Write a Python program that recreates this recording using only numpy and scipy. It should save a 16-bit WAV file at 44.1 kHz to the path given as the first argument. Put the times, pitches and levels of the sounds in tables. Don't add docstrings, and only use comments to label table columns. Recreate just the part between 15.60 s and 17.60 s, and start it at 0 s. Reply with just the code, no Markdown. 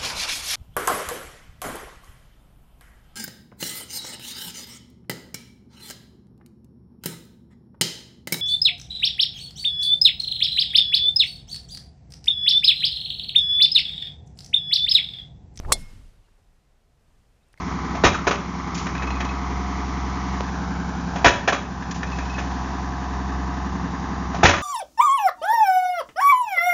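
import sys
import numpy as np
from scipy import signal
from scipy.fft import rfft, irfft
from scipy.io import wavfile
from scipy.ndimage import uniform_filter1d

SR = 44100
rng = np.random.default_rng(int(sys.argv[2]) if len(sys.argv) > 2 else 0)


def store_wav(level_fs):
    pcm = np.round(np.clip(np.atleast_2d(level_fs), -1, 1) * 32767)
    wavfile.write(sys.argv[1], SR, pcm.T.astype(np.int16))


def volts_from_decibels(level):
    exponent = np.asarray(level, float) / 20
    return 10 ** exponent


N = 88200

# t/s, f/Hz, peak level/dB, T60/s
BALL_KNOCK = [
    (.1202, 1130, -5.5, .019),
    (.1200, 8100, -15, .004),
    (.1206, 1850, -10, .008),
    (.1212, 500, -17, .025),
]
# f/Hz, level/dB, T60/s
HEAD_MODES = [(3380, -7.5, 0.076), (3532, -7.5, .08), (4093.5, -2, .058), (4285, -3.5, .066),
              (4437, -9, .05), (4705, -19.5, .1), (5370.3, -3.5, .046), (5697, -8.5, .051),
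              (6805, -15.5, .061), (8035.7, -0.5, .028), (8855, -8, .043), (9710, -13, .049)]
# f/Hz, peak level/dB, T60/s
CROWN_PAIR = [
    (2160, -39, .3),
    (2153, -45, .6),
]
# f/Hz, density level/dB per Hz
CRACK_SPECTRUM = [(1200, -21.5), (2000, -12), (3000, -1.5), (5200, -5.5), (8500, -3), (12300, -16.5),
                  (14500, -8.5), (16000, -15.5)]
# f/Hz, density level/dB per Hz
SIZZLE_SPECTRUM = [(3000, -47.5), (4600, -16), (5300, -2), (6300, -9), (8100, -1), (10500, -5),
                   (12400, -25), (16000, -29)]
# t/s, f/Hz, level/dB
SWISH_PATH = [
    (.06, 603.8, -52.5),
    (.083, 801.6, -40.5),
    (.096, 943.8, -31.5),
    (.108, 1054, -32),
    (.12, 1022, -36),
    (.136, 727.4, -34),
    (.16, 653.6, -46),
    (.185, 522.4, -48.5),
    (.24, 390.7, -78),
]
# f/Hz, density level/dB per Hz
HEDGE_SPECTRUM = [(900, -21), (1500, -7), (4000, 0.5), (6500, -5.5), (9500, 2), (12000, -7.5), (16000, -24)]
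# f/Hz, density level/dB per Hz
WASH_SPECTRUM = [(500, -30), (900, -8.5), (2100, -10), (4800, -8), (5200, 4), (5650, -8), (11000, -16),
                 (16000, -30)]
# t/s, level/dB
BUFFET_LEVEL = [(0, -44), (.045, -35.5), (.075, -23.5), (.12, -30.5), (.17, -36.5), (.225, -36.5),
                (.3, -46), (.36, -42), (.4, -43), (.47, -47.5), (.55, -55.5), (.6, -53), (.65, -60),
                (.71, -58), (1.1, -62), (1.45, -59.5), (1.68, -59.5), (2, -62.5)]
# f/Hz, density level/dB per Hz
BUFFET_SPECTRUM = [(12, -34.5), (20, 6.5), (82, -6.5), (119, -11), (362, -30.5), (400, -29.5), (520, -58),
                   (880, -120)]
# t/s, level/dB
RUSTLE_LEVEL = [(0, -59.5), (.07, -61), (.11, -52), (.2, -58.5), (.33, -59.5), (.45, -65.5), (.6, -72.5),
                (1.0, -78.5), (1.3, -84.5), (1.5, -74), (1.75, -76.5), (2, -77)]
# f/Hz, density level/dB per Hz
RUSTLE_SPECTRUM = [(180, -31), (300, -6.5), (565, -2.5), (656, -6), (787, -3.5), (9710, -16), (16000, -31)]
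# t/s, level/dB, centre f/Hz, length/s
PUFF_EVENTS = [
    (.0071, -59, 814.3, 0.007713),
    (0.0297, -48, 689.4, 0.011413),
    (0.0449, -41, 879.6, 0.01078),
    (0.0537, -43.5, 989, 0.007363),
    (.3265, -50, 170, .014),
    (0.677, -65.5, 701.1, 0.018017),
    (0.782, -66, 610.9, 0.016275),
]
# t/s, peak level/dB, f/Hz, T60/s
GRIP_CLICKS = [(1.8855, -62.5, 8578, 0.006325), (1.9285, -53, 9100, 0.001677),
               (1.9305, -51.5, 10050, 0.001594), (1.932, -52.5, 5000, .005), (1.936, -55, 2938, .005),
               (1.9412, -44, 1708, 0.0052), (1.9412, -56.5, 5911, 0.003985), (1.968, -63.5, 2117, 0.00823),
               (1.976, -47, 2085, 0.01876), (1.9758, -58, 4286, 0.0148), (1.9749, -58, 8942, 0.00266),
               (1.983, -53.5, 660, 0.01678), (1.987, -77, 4426, .015), (1.994, -59.5, 4555, 0.045),
               (1.9985, -48, 1410, 0.00579)]
# t/s, length/s, start f/Hz, end f/Hz, level/dB
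BIRD_CHIRPS = [
    (0.634, 0.03907, 2929, 2767, -72),
    (1.804, .015, 2569, 2597, -76),
    (1.822, .024, 3420, 4095, -73),
    (1.862, 0.013, 2804, 2808, -75.5),
    (1.884, 0.03996, 2633, 2626, -74.5),
]
# f/Hz, density level/dB per Hz
AIR_SPECTRUM = [(88, -29), (150, -3), (270, -18), (730, -12), (941, -16.5), (7770, -30), (14500, -37.5),
                (16000, -51.5)]

RING_S, RING_DB = .1224, -14.5
RATTLE_S = 0.0017
GUST_PEAK, GUST_S = 0.07676, 0.007081
SCUFF_S, SCUFF_DB = 1.976, -59.5
OVERLOAD_TOP, CUTOFF_HZ = .45, 16300


def rms_one(x):
    return x / np.sqrt(np.mean(x ** 2) + 1e-20)


def in_time(rows):
    times, *columns = np.transpose(rows)
    t = np.arange(N) / SR
    return [np.interp(t, times, column) for column in columns]


def drift(rate):
    pole = np.exp(-80 * np.pi * rate / SR)
    chance = rng.standard_normal(N // 40 + 2002)
    slow = signal.lfilter([1], [1, -2 * pole, pole * pole], chance)[2000:]
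    return np.interp(np.arange(N) / 40, np.arange(len(slow)), rms_one(slow))


def ring(drive, hz, t60):
    radius = volts_from_decibels(-60 / (t60 * SR))
    turn = 2 * np.pi * hz / SR
    return signal.lfilter([0, np.sin(turn)], [1, -2 * radius * np.cos(turn), radius * radius], drive + 1e-18)


def noise(spectrum, patchy_db):
    f = np.maximum(np.fft.rfftfreq(N, 1 / SR), 1)
    hz, db = np.transpose(spectrum)
    shaped = rfft(rng.standard_normal(N)) * volts_from_decibels(np.interp(np.log(f), np.log(hz), db))
    octave = np.clip(np.log2(f / 40).astype(int), 0, 8)
    out = np.zeros(N)
    for k in range(9):
        flicker = volts_from_decibels(patchy_db * drift(7.4222))
        out += irfft(shaped * (octave == k), N) * flicker
    return rms_one(out)


def dying(start, rise, hold, t60):
    t = np.arange(N) / SR - start
    release = volts_from_decibels(-60 * np.maximum(t - rise - hold, 0) / t60)
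    return np.clip(t / rise, 0, 1) * release


def taps(rows, rough):
    out = np.zeros(N)
    scratches = rng.standard_normal((len(rows), 400))
    for (s, db, hz, t60), grit in zip(rows, scratches):
        scratch_length = t60 * SR / 10
        fade = np.exp(-np.arange(400) / scratch_length) / np.sqrt(scratch_length)
        drive = np.zeros(SR // 2)
        drive[:400] = rough * grit * fade
        drive[0] = 1
        i = int(s * SR)
        out[i:i + SR // 2] += volts_from_decibels(db) * ring(drive, hz, t60)[:N - i]
    return out


def strike():
    knock = taps([(s, db, hz, t60) for s, hz, db, t60 in BALL_KNOCK], rough=.15)
    lags = rng.random(len(HEAD_MODES))
    modes = [(RING_S + RATTLE_S * lag, RING_DB + db, hz, t60) for (hz, db, t60), lag in zip(HEAD_MODES, lags)]
    head = taps(modes, rough=0)
    crack = volts_from_decibels(-6) * dying(RING_S, 1 / SR, 0.0018, 0.018) * noise(CRACK_SPECTRUM, patchy_db=0.5)
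    sizzle = volts_from_decibels(-9) * dying(RING_S, 0.00033, 0, 0.047) * noise(SIZZLE_SPECTRUM, patchy_db=0)
    ping = taps([(RING_S, db, hz, t60) for hz, db, t60 in CROWN_PAIR], rough=0)
    return knock + head + ping + crack + sizzle


def swish():
    hz, db = in_time(SWISH_PATH)
    phase = 2 * np.pi * np.cumsum(hz) / SR
    half_width = signal.butter(2, 100, fs=SR, output="sos")
    a, b, c, d = signal.sosfilt(half_width, rng.standard_normal((4, N)))
    shaft = a * np.cos(phase) + b * np.sin(phase)
    head = c * np.cos(phase / 2) + d * np.sin(phase / 2)
    return volts_from_decibels(db) * rms_one(shaft + volts_from_decibels(-3) * head)


def trees():
    hedge = volts_from_decibels(-55) * dying(.175, 0.01, 0.02819, 0.112) * noise(HEDGE_SPECTRUM, patchy_db=-0.5)
    wash = volts_from_decibels(-49) * dying(0.14908, 0.01, 0, 0.449) * noise(WASH_SPECTRUM, patchy_db=1.5)
    return hedge + wash


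def buffet():
    x = noise(BUFFET_SPECTRUM, patchy_db=1.5)
    power = uniform_filter1d(uniform_filter1d(x ** 2, size=1800), size=1800)
    x = rms_one(x / (power + .02) ** (0.35 / 2))
    progress = np.minimum(np.arange(N) / SR / GUST_S, 1)
    gust = GUST_PEAK * np.cos(np.pi / 2 * progress) ** 2
    return volts_from_decibels(in_time(BUFFET_LEVEL)[0]) * x * progress + gust


def rustle():
    return volts_from_decibels(in_time(RUSTLE_LEVEL)[0]) * noise(RUSTLE_SPECTRUM, patchy_db=.7)


def puffs():
    out = np.zeros(N)
    draws = rng.standard_normal((len(PUFF_EVENTS), 3000))
    for (s, db, hz, length), puff in zip(PUFF_EVENTS, draws):
        n, i = int(length * SR), int(s * SR)
        two_octaves = signal.butter(3, [hz / 2, hz * 2], "band", fs=SR, output="sos")
        band = signal.sosfilt(two_octaves, puff)[-n:]
        out[i:i + n] += volts_from_decibels(db) * np.hanning(n) * rms_one(band)
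    return out


def ticks():
    snaps = np.zeros(N)
    for s, db, hz, t60 in GRIP_CLICKS:
        snaps += volts_from_decibels(db - 10) * dying(s, 1 / SR, 0, 0.0035)
    return taps(GRIP_CLICKS, rough=0.6) + snaps * noise(RUSTLE_SPECTRUM, patchy_db=0.5)


def scuff():
    grit = rng.standard_normal(N) * volts_from_decibels(4.5 * drift(166.3))
    slide = ring(grit, 5000, 0.0003487)
    slide += 0.474 * ring(grit, 1959.4, 0.00816)
    slide += 0.123 * ring(grit, 4600, 0.00685)
    return volts_from_decibels(SCUFF_DB) * dying(SCUFF_S, .001, 1, 1) * rms_one(slide)


def bird():
    out = np.zeros(N)
    for s, length, from_hz, to_hz, db in BIRD_CHIRPS:
        n, i = int(length * SR), int(s * SR)
        phase = 2 * np.pi * np.cumsum(np.linspace(from_hz, to_hz, n)) / SR
        out[i:i + n] += volts_from_decibels(db) * np.sqrt(np.hanning(n)) * np.sin(phase)
    return out


def open_air():
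    return volts_from_decibels(-71) * noise(AIR_SPECTRUM, patchy_db=.4)


def scene():
    background = rustle() + open_air()
    small = puffs() + ticks() + bird() + scuff()
    swing = buffet() + swish()
    impact = strike() + trees()
    return (impact + swing + small + background)[None]


def top_cut(x):
    return signal.sosfilt(signal.butter(12, 16460, fs=SR, output="sos"), x)


def record(dry):
    rounded = dry / (1 + (dry / OVERLOAD_TOP) ** 4) ** .25
    low_pass = signal.cheby2(12, 60, CUTOFF_HZ, fs=SR, output="sos")
    mix = signal.sosfilt(low_pass, rounded)
    return top_cut(mix)


dry = scene()
out = record(dry)
store_wav(out)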